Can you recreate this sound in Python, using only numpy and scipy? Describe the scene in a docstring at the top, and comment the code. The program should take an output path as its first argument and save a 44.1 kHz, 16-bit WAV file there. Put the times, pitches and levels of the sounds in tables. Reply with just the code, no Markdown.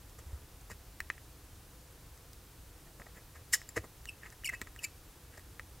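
"""Soldering at the bench

Close up in a quiet room, in stereo: an iron works a joint on a hand-held circuit board on a cutting mat.
The tip ticks against the pins, scratches, skids off once and squeaks as it sticks and slips.
The board thumps on the mat and rings briefly near 2 kHz, the iron's shaft longer, over rumble and hiss."""
import sys
import numpy as np
from scipy import signal
from scipy.fft import rfft, irfft, next_fast_len
from scipy.io import wavfile
from scipy.ndimage import map_coordinates

SR = 44100
rng = np.random.default_rng(int(sys.argv[2]) if len(sys.argv) > 2 else 0)


def unload_wav(signal):
    """Save mono or channel-first audio to the path in sys.argv[1] as 16-bit WAV at rate SR, clipped to [-1, 1]."""
    wavfile.write(
        sys.argv[1],
        SR,
        np.round(np.clip(np.atleast_2d(signal).T, -1, 1) * 32767).astype(np.int16),
    )


N = 255780
TOP_HZ = 15800

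# The circuit board's modes. Each row: frequency in Hz, relative level in dB, t60 in seconds.
BOARD_MODES = [(536, -7, 0.033), (1350, 2.5, 0.011), (1690, 3.5, 0.0022), (1860, 22, 0.008),
               (2010, -23, 0.0021), (2515, -9, 0.051), (4020, -9.5, 0.039)]


def amp(db):
    """Decibels to gain."""
    return 10 ** (np.asarray(db) / 20)


def unit(x):
    """x at rms 1."""
    return x / np.sqrt(np.mean(x ** 2) + 1e-20)


def along(points, hz):
    """(Hz, value) points read on a log axis."""
    freqs, values = np.transpose(points)
    return np.interp(np.log(hz + 1), np.log(freqs + 1), values)


def wobble(rate, size):
    """A smooth random curve, rate knots a second."""
    knots = rng.standard_normal(int(size * rate / SR + 4))
    return map_coordinates(knots, [np.arange(size) * rate / SR])


def filtered(x, response):
    """x through a frequency response."""
    size = x.shape[-1]
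    padded = next_fast_len(size + SR // 4)
    return irfft(rfft(x, padded) * response(np.fft.rfftfreq(padded, 1 / SR)), padded)[..., :size]


def coloured(x, spectrum):
    """x through a spectrum of (Hz, dB) points, at rms 1."""
    return unit(filtered(x, lambda hz: amp(along(spectrum, hz))))


def ring(modes, attack_s=0.00021):
    """The answer of damped modes to one blow, which takes a moment to spread."""
    t = np.arange(SR // 4) / SR
    swings = sum(amp(db - 60 * t / t60) * np.sin(2 * np.pi * hz * t) for hz, db, t60 in modes)
    return (1 - np.exp(-t / attack_s)) * swings


def through(x, answer):
    """x convolved with an answer scaled to energy 1."""
    return signal.fftconvolve(x, answer / np.linalg.norm(answer))[:N]


def add(track, start_s, sound):
    """Mix a sound into the track."""
    part = track[round(start_s * SR):][:len(sound)]
    part += sound[:len(part)]


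def spread(sound, side, side_db):
    """A centred sound, with a side signal added left and subtracted right."""
    return sound + amp(side_db) * np.array([side, -side])


def background(rumble_db=-55.5, hiss_db=-60, mic_hiss_db=-69):
    """Room rumble and hiss in the centre, the microphones' own hiss at the sides."""
    # Three noise spectra. Each row: frequency in Hz, relative level in dB.
    rumble = [(12, -38), (20, -8.5), (54, -1), (86, -4.5), (139, -10), (177, -16), (226, -21.5),
              (304, -15.5), (367, -20.5), (409, -32.5), (500, -19.5), (650, -50), (1100, -120)]
    hiss = [(240, -34), (400, -0.5), (588, -5), (742, -4), (789, -4), (1510, -7), (1870, -8.5), (2020, -10),
            (14400, -12), (16000, -15.5)]
    mic_hiss = [(40, 2.5), (300, 5.1), (1500, 0.5), (15000, 1.7)]
    noise = lambda spectrum: coloured(rng.standard_normal(N), spectrum)
    centre = amp(rumble_db) * noise(rumble) + amp(hiss_db) * noise(hiss)
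    return spread(centre, noise(mic_hiss), mic_hiss_db)


def room_tail():
    """The room's diffuse tail, whose top treble dies first."""
    # The room's decay. Each row: frequency in Hz, t60 in seconds.
    decay = [(200, 0.45), (1900, 0.18), (3500, 0.61), (6000, 0.29), (8000, 0.23), (15000, 0.053)]
    hz, t, noise = signal.stft(rng.standard_normal(SR // 2), SR, nperseg=256)
    return signal.istft(noise * amp(-60 * t / along(decay, hz)[:, None]), SR, nperseg=256)[1]


def bench_echoes(direct):
    """Reflections off the bench reach the microphones just behind the direct sound."""
    # Each row: delay in seconds, gain.
    reflections = [(.0031, .2), (.0048, .14), (0.0083, .1)]
    out = np.zeros(N)
    for delay, gain in reflections:
        add(out, delay, gain * direct)
    return out


def thumps(mat_hz=69, mat_t60=0.15, bump_s=3.7685, bump_db=-20.5, swell_cycles=1.6):
    """The board swings softly on the mat; once the iron lands on it and bumps it down harder."""
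    # Soft presses on the board. Each row: start in seconds, level in dB.
    presses = [(.266, -39.5), (.33, -33.5), (.719, -42), (1.016, -44)]
    # The pressed-down board's modes. Each row: frequency in Hz, relative level in dB, t60 in seconds.
    pressed_modes = [(65.7, -9, 0.13), (100, -7.5, 0.12), (331, -6, 0.052), (467, 2, 0.031),
                     (640, -10.5, 0.045)]
    out = np.zeros(N)
    for start, db in presses:
        add(out, start, ring([(mat_hz, db, mat_t60)], attack_s=0.00085))
    for hz, db, t60 in pressed_modes:  # the low modes build up last
        add(out, bump_s, ring([(hz, bump_db + db, t60)], attack_s=swell_cycles / hz))
    return out


def tip_response(hz):
    """Treble resonances of tip and board that colour every slip."""
    # Each row: centre in Hz, width in Hz, relative level in dB.
    resonances = [(2930, 183, -3), (3854, 79, -5), (4330, 130, -5.5), (4710, 170, -2.5), (5200, 170, -2.5),
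                  (5570, 190, -2.5), (6400, 55, 4), (6850, 97, 0), (7240, 255, 4), (8080, 210, -1.5),
                  (8600, 250, -3.5), (10410, 160, -1), (11170, 230, -11.5), (12440, 440, -6.5),
                  (14400, 250, -4)]
    return sum((-1) ** k * amp(db) * 1j * hz * width / (centre ** 2 - hz ** 2 + 1j * hz * width)
               for k, (centre, width, db) in enumerate(resonances))


def scratches(catches_per_s=2600, smooth_share=0.7, rise_share=0.38):
    """The tip drags over solder: tiny catches swell and die, shaking the board and hissing at the contact."""
    # Each row: crest time and length in seconds, then board, grit and dull knock levels in dB.
    drags = [(0.191, 0.01, -59, -53, -51), (0.317, 0.18, -68.5, -70, -61), (0.701, 0.0049, -61, -56, -46),
             (0.713, 0.014, -44.5, -48, -54.5), (2.872, .017, -67, -70, -58), (3.003, 0.025, -68, -64, -49),
             (3.069, 0.0062, -58, -66, -50.5), (3.171, 0.032, -58, -64, -58.5),
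             (3.357, 0.021, -54, -60.5, -61), (3.529, .005, -44, -36, -72),
             (3.5392, 0.011, -33, -23.5, -76), (3.553, 0.015, -54, -41, -70),
             (3.7653, 0.007, -36, -51, -68), (3.771, 0.016, -39.5, -42.5, -45.5),
             (3.844, 0.017, -56.5, -59, -49), (4.237, 0.031, -51.5, -66, -62),
             (4.262, 0.013, -47.5, -65, -74), (4.325, 0.01, -53.5, -57, -78),
             (4.532, 0.022, -47.5, -58, -52.5), (4.618, 0.0061, -38.5, -45.5, -44),
             (4.672, 0.006, -50, -58.5, -54), (4.834, 0.029, -53, -50, -61), (5.34, 0.032, -59, -67, -82),
             (5.378, 0.0063, -52, -52, -47.5)]
    # The dull knock's spectrum. Each row: frequency in Hz, relative level in dB.
    knock_spectrum = [(60, -19), (150, 5), (300, -15.5), (470, 1), (650, -8), (950, -10.5), (1200, -8.5),
                      (2000, -32), (5000, -82)]
    t = np.arange(N) / SR
    catches = unit(rng.standard_normal(N) * (rng.random(N) < catches_per_s / SR))
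    friction = unit(catches + smooth_share * rng.standard_normal(N))
    envelopes = np.zeros((3, N))
    for crest, length, *levels in drags:
        near = abs(t - crest) < 0.25
        lag = (t[near] - crest) / length
        width = np.where(lag < 0, rise_share, 1 - rise_share)
        swell = np.exp(-abs(lag / width) ** 0.98)  # a pointed crest
        envelopes[:, near] += amp(levels)[:, None] * swell
    board = through(envelopes[0] * friction, ring(BOARD_MODES))
    grit = envelopes[1] * unit(filtered(friction, tip_response))
    knock = envelopes[2] * coloured(friction, knock_spectrum)
    return board + grit + knock


def squeaks(grip_s=0.0016, release_s=0.0023, sag_hz_per_s=19100, jitter=0.069, flutter_db=2):
    """The tip sticks and slips unsteadily, slowing as it bites, then lets go; the shaft rings on."""
    # Each row: start and length in seconds, first slip rate in Hz, fundamental and overtone levels
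    # in dB, rasp from 0 to 1, drive to the shaft's low mode in dB.
    grips = [(3.689, 0.0014, 2487, -63, -39, 0.3, -75), (4.071, 0.02, 2990, -52, -59, 0.2, -64),
             (4.088, 0.0068, 2755, -36, -50, .2, -46.5), (4.444, 0.0054, 2980, -37, -44, .3, -58),
             (4.4530, .015, 2460, -38, -41.5, 0.55, -54), (4.473, 0.0061, 2804, -33.5, -41, .4, -36),
             (4.488, .012, 2255, -32.5, -51.5, 0.87, -41), (4.536, 0.0085, 2040, -35.5, -54, 0.66, -62),
             (4.546, 0.0032, 2500, -47, -50, 0.8, -44), (4.789, 0.0033, 2860, -46, -55, .3, -47),
             (4.8337, 0.0039, 2670, -45, -40, 0.4, -60), (4.839, 0.011, 2560, -36.5, -38, 0.88, -39),
             (3.531, 0.0058, 2824, -42, -26, 0.83, -60), (3.5353, 0.003, 1975, -21, -30, 0.42, -48),
             (3.541, 0.0068, 1735, -32.5, -30.5, 0.85, -60)]
    # The shaft's modes. Each row: frequency in Hz, level in dB relative to its drive, t60 in seconds.
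    shaft_modes = [(2600, 0, .1), (10280, -18, .07)]
    out, size = np.zeros(N), SR // 25
    t = np.arange(size) / SR
    for start, length, start_hz, tone_db, overtone_db, rasp, shaft_db in grips:
        slip_hz = start_hz - sag_hz_per_s * np.minimum(t, length)
        unsteady_hz = slip_hz * (1 + jitter * rasp * wobble(1080, size))
        phase = 2 * np.pi * np.cumsum(unsteady_hz) / SR
        slips = unit(sum((k * slip_hz < TOP_HZ) * np.cos(k * phase) for k in range(2, 8)))
        overtones = unit(filtered(slips + rasp * rng.standard_normal(size), tip_response))
        envelope = np.minimum(t / grip_s, 1) * np.exp(-np.maximum(t - length, 0) / release_s)
        envelope *= amp(flutter_db * wobble(700, size))
        add(out, start, envelope * (amp(tone_db) * np.sin(phase) + amp(overtone_db) * overtones))
        # the shaft's low mode takes the jolt of the release; the overtones drive its high one
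        drives_db = (shaft_db, overtone_db)
        modes = [(hz, db + drive, t60) for (hz, db, t60), drive in zip(shaft_modes, drives_db)]
        add(out, start + length / 2, ring(modes, attack_s=length / 2))
    return out


def ticks(snap_t60=0.0064, flex_below_hz=1500):
    """The tip snaps against a pin and rings the board; the contact point sets how much the board flexes."""
    # Each row: start in seconds, board peak in dB, snap peak in dB, extra flex of the low modes in dB.
    strikes = [(0.096, -66, -44, -6), (.1861, -59, -42, 0), (.6114, -60, -44, 0), (1.0040, -24, -27, -10),
               (1.1012, -20, -33.5, 1.5), (1.18, -42.5, -63, -4), (2.1764, -58, -43, 0),
               (2.3326, -62, -39, 0), (2.9987, -44.5, -53, 4), (3.0184, -40, -58, -2),
               (3.0658, -45, -53, -2), (3.555, -32, -40, -5), (3.6167, -38.5, -40, -2),
               (3.6908, -44, -50, 2), (3.7773, -22.5, -48, -20), (4.0555, -40, -32, -5),
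               (4.2342, -41.5, -55, 0), (4.3023, -52, -39, 0), (4.437, -39.5, -52, -6),
               (4.4925, -34, -26.5, 5), (4.6156, -30.5, -24.5, -3), (4.672, -43, -58, 7),
               (4.7622, -41.5, -40.5, 2), (5.375, -55, -44, 0), (5.395, -48, -43, 0), (5.5959, -30, -41, 6)]
    # The bright snap's spectrum. Each row: frequency in Hz, relative level in dB.
    snap_spectrum = [(1000, -62), (3000, -6.5), (4500, -0.5), (6200, 6.5), (7600, 7), (9500, -2.5),
                     (12000, -30), (15500, 4)]
    out, t = np.zeros(N), np.arange(SR // 4) / SR
    for start, board_db, snap_db, flex_db in strikes:
        board = ring([(hz, db + flex_db * (hz < flex_below_hz) + 0.5 * rng.normal(), t60)
                      for hz, db, t60 in BOARD_MODES])
        snap = coloured(rng.standard_normal(len(t)), snap_spectrum) * amp(-60 * t / snap_t60)
        add(out, start, amp(board_db) * board / abs(board).max() + amp(snap_db) * snap / abs(snap).max())
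    return out


def scene(room_db=-21):
    """The work sits close and central, widened by the bench echoes, with the room faint behind it."""
    direct = ticks() + scratches() + squeaks()
    echoes = bench_echoes(direct)
    near = direct + echoes + thumps()
    room = spread(through(near, room_tail()), through(near, room_tail()), side_db=-18)
    return spread(near, echoes, side_db=-16) + amp(room_db) * room + background()


def record(dry):
    """Nothing above the band limit gets through."""
    return filtered(dry, lambda hz: hz < TOP_HZ)


dry = scene()
out = record(dry)
unload_wav(out)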